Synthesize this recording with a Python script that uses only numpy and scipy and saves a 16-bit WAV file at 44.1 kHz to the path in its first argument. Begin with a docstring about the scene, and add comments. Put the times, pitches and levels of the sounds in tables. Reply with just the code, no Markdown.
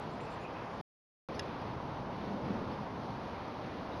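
"""Distant traffic and leaves make a steady hush in a quiet garden, and a low rumble swells and fades.
A small plastic part clicks and rings briefly, followed by a faint whirr. Small birds whistle far off,
their notes scattered by trees and walls. Early on, all goes silent for about half a second.
A low sample rate of 16 kHz cuts the highest treble and leaves a faint mirror image in its place."""
import sys
import numpy as np
from scipy import signal
from scipy.fft import rfft, irfft
from scipy.io import wavfile

SR = 44100
rng = np.random.default_rng(int(sys.argv[2]) if len(sys.argv) > 2 else 0)


def pcm_store(signal):
    """Save signal as 16-bit PCM."""
    levels = np.round(np.clip(np.atleast_2d(signal), -1, 1) * 32767)
    wavfile.write(sys.argv[1], SR, levels.astype(np.int16).T)


N = 176400
GAP_START_S, GAP_END_S = 0.8126, 1.2871  # the silent stretch


def hush(spectrum, level_db):
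    """Distant traffic and leaves: noise in octave bands, each flickering a little on its own."""
    bands, flicker_db, flicker_per_s = 9, 1.04, 9
    octave = np.clip(np.log2(freqs() / 32), 0, bands - 1)  # octaves above 32 Hz
    shared_drift_db = -0.06 * drift(2)
    air = rfft(noise(colour(spectrum)))
    out = 0
    for k in range(bands):
        part = irfft(air * np.maximum(1 - abs(octave - k), 0), N)
        out = out + part * undb(shared_drift_db + flicker_db * drift(flicker_per_s))
    return undb(level_db) * out


def passing_traffic():
    """Low rumbles rise and fall as traffic passes far away; tyres sing faintly in a narrow band."""
    # The tone of the rumble. Each row: frequency in Hz, relative level in dB.
    rumble_spectrum = [(30, -21.5), (80, -10.5), (130, -6), (205, 0.5), (300, -7.5), (390, -12.5),
                       (500, -8.5), (700, -20), (1500, -25.5), (4000, -62.5)]
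    # Its swells. Each row: peak time in seconds, peak level in dB, half width in seconds, pitch factor.
    swells = [(1.35, -48, 0.19, 2.4), (1.8, -48.5, .3, .6), (2.535, -38, 0.11, 0.99)]
    t = clock()
    tyre_db, tyre_peak_s, tyre_half_width_s = -51, 2.03, 0.4
    tyres = noise(band(hz=950, half_width_hz=160))
    out = undb(tyre_db) * tyres / np.hypot(1, (t - tyre_peak_s) / tyre_half_width_s)
    for peak_s, db, half_width_s, pitch_factor in swells:
        rumble = noise(colour(rumble_spectrum, pitch_factor))
        out = out + undb(db) * rumble / np.hypot(1, (t - peak_s) / half_width_s)
    return out


def plastic_click():
    """A small plastic part snaps: a short crack and quickly dying tones, then a faint whirr."""
    # The plastic's ringing tones. Each row: pitch in Hz, relative level in dB, seconds to fade by 60 dB.
    plastic_tones = [(1690, -9, 0.049), (1930, -10, 0.041), (2500, -10, .025), (2800, -8.5, 0.039),
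                     (3410, -11, .03), (3850, -10, 0.028), (4660, -11, 0.022), (5000, -8, 0.025),
                     (5210, -2.5, 0.022), (6640, -12, 0.017)]
    click_s, contact_s, crack_decay_s = 1.3936, 0.0011, 0.0028
    ring_db, crack_db, whirr_db = -28.5, -39.5, -64.5
    whirr_start_s, whirr_end_s, flutter_per_s = 1.6, 1.63, 50
    t = clock()
    age = np.maximum(t - click_s, 0)
    ring = 0
    for hz, db, fade_s in plastic_tones:
        tone = np.sin(2 * np.pi * (hz * age + rng.random()))
        ring = ring + undb(db) * tone * np.exp(-np.log(1000) * age / fade_s)
    crack = noise(band(hz=5750, half_width_hz=3900)) * np.exp(-age / crack_decay_s)
    onset = np.minimum(age / contact_s, 1)
    whirr = noise(band(hz=4950, half_width_hz=230)) * ((t > whirr_start_s) & (t < whirr_end_s))
    flutter = 1 + 0.6 * np.sin(2 * np.pi * flutter_per_s * age)
    return onset * (undb(ring_db) * ring + undb(crack_db) * crack) + undb(whirr_db) * whirr * flutter


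def birds():
    """Far birds sing high sliding notes and lower chirps, a little raspy, scattered by trees and walls."""
    # Thin notes that slide up and level off. Each row: start in seconds, length in seconds,
    # first pitch in Hz, last pitch in Hz, level in dB.
    high_notes = [(0, .04, 7400, 7700, -72.5), (0.102, .06, 6060, 7600, -74.5),
                  (.2, .065, 6470, 7600, -69.5), (.295, 0.061, 6400, 7500, -70.5),
                  (0.393, .06, 5800, 7000, -74), (0.727, .05, 6600, 7500, -78)]
    # Lower chirps. Each row: start in seconds, length in seconds, first pitch in Hz,
    # last pitch in Hz, level in dB, pitch waver in Hz.
    lower_chirps = [(0.192, .025, 1970, 2320, -56, 250), (0.264, .035, 2640, 2180, -58, 150),
                    (.345, .05, 2120, 1700, -57.5, 149), (.405, .035, 2420, 2540, -61.5, 150),
                    (0.436, 0.038, 2500, 2600, -54, 140), (0.552, 0.024, 2550, 2510, -56.5, 80),
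                    (1.337, 0.03, 4040, 5550, -63, 40), (1.339, 0.023, 5780, 5950, -68, 40),
                    (2.715, 0.023, 4400, 5470, -63.5, 40), (3.785, 0.023, 3750, 3920, -64, 70),
                    (3.914, 0.035, 3850, 3640, -62, 70)]
    slide_s, high_waver_share = 0.01, 0.018
    echo_db, echo_fade_s = -3.5, 0.22
    t, waver = clock(), drift(per_s=900)
    song = 0
    for start, length, first_hz, last_hz, db in high_notes:
        hz = last_hz + (first_hz - last_hz) * np.exp(-np.maximum(t - start, 0) / slide_s)
        song = song + whistle(start, length, hz * (1 + high_waver_share * waver), db)
    for start, length, first_hz, last_hz, db, waver_hz in lower_chirps:
        hz = np.interp(t, [start, start + length], [first_hz, last_hz])
        song = song + whistle(start, length, hz + waver_hz * waver, db)
    song = song * (1 + 0.45 * drift(per_s=510))  # fast shaking of the level sounds raspy
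    tail = rng.standard_normal(N) * np.exp(-np.log(1000) * t / echo_fade_s)
    echo = signal.fftconvolve(song, tail / np.sqrt(np.sum(tail ** 2)))[:N]
    return song + undb(echo_db) * echo


def whistle(start, length, hz, db):
    """One bird note: a pure tone that follows a pitch curve as it fades in and out."""
    progress = np.clip((clock() - start) / length, 0, 1)
    loudness = np.sqrt(2 * abs(np.sin(np.pi * progress)))
    return undb(db) * loudness * np.sin(2 * np.pi * np.cumsum(hz) / SR)


def undb(db):
    """Turn decibels into a gain, the number a signal is multiplied by."""
    return 10 ** (np.asarray(db) / 20)


def freqs():
    """The frequency in Hz of each step of the spectrum."""
    return np.maximum(np.arange(N // 2 + 1) * SR / N, 1)


def clock():
    """The time in seconds of each sample."""
    return np.arange(N) / SR


def colour(points, pitch_factor=1):
    """A gain for each frequency, drawn through (Hz, dB) points shifted by a pitch factor."""
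    hz, db = np.array(points).T
    return undb(np.interp(np.log(freqs()), np.log(hz * pitch_factor), db))


def noise(gain):
    """Noise shaped by a gain for each frequency, with an average (rms) size of 1."""
    shaped = irfft(rfft(rng.standard_normal(N)) * gain, N)
    return shaped / np.sqrt(np.mean(shaped ** 2))


def band(hz, half_width_hz):
    """A gain for each frequency that peaks at hz and falls away on both sides."""
    return 1 / (1 + ((freqs() - hz) / half_width_hz) ** 2)


def drift(per_s):
    """A smooth random wobble of typical size 1 that changes about per_s times a second."""
    return noise(1 / (1 + (2 * freqs() / per_s) ** 4))


def scene():
    """The garden: one hush before the gap, another with passing traffic after it, birds and a click."""
    # The tone of the hush before and after the gap. Each row: frequency in Hz, relative level in dB.
    early_spectrum = [(20, -20), (45, -11), (90, -2), (160, 1.5), (250, -3.5), (380, -4), (600, -4),
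                      (930, -3), (1700, -16), (2800, -22), (4600, -28), (6400, -38), (7600, -48.5)]
    late_spectrum = [(20, -20), (45, -13), (75, -3), (110, -1), (170, -4), (245, -0.5), (380, -5.5),
                     (520, -5.5), (750, -5), (950, -5.5), (1700, -18.5), (2800, -24), (4600, -29.5),
                     (6400, -40), (7600, -54)]
    before = hush(early_spectrum, level_db=-42)
    after = hush(late_spectrum, level_db=-41.5) + passing_traffic()
    air = np.where(clock() < GAP_START_S, before, after)
    return (air + birds() + plastic_click())[None]


def record(dry):
    """A low sample rate cuts the treble and mirrors a faint image of it upward; the gap is silent."""
    # Smoothing that weakens the treble and its mirror image. Each row: frequency in Hz, gain in dB.
    treble_smoothing = [(6000, 0), (8000, -6.5), (9000, -8.5), (11000, -18), (13000, -37.5), (15000, -64.5)]
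    low_rate_hz, half_gain_hz, top_hz = 16000, 7570, 15500
    t = clock()
    limit_hz = low_rate_hz / 2  # the highest pitch this rate can carry
    treble_cut = np.clip(0.5 * (limit_hz - freqs()) / (limit_hz - half_gain_hz), 0, 1)
    dulled = irfft(rfft(dry) * treble_cut, N)
    mirrored = dulled * (1 + 2 * np.cos(2 * np.pi * low_rate_hz * t))
    smoothed = irfft(rfft(mirrored) * colour(treble_smoothing), N)
    outside_gap = (t < GAP_START_S) | (t > GAP_END_S)
    top_cut = signal.ellip(8, 0.2, 70, top_hz, fs=SR, output="sos")
    return signal.sosfilt(top_cut, smoothed * outside_gap)


dry = scene()
out = record(dry)
pcm_store(out)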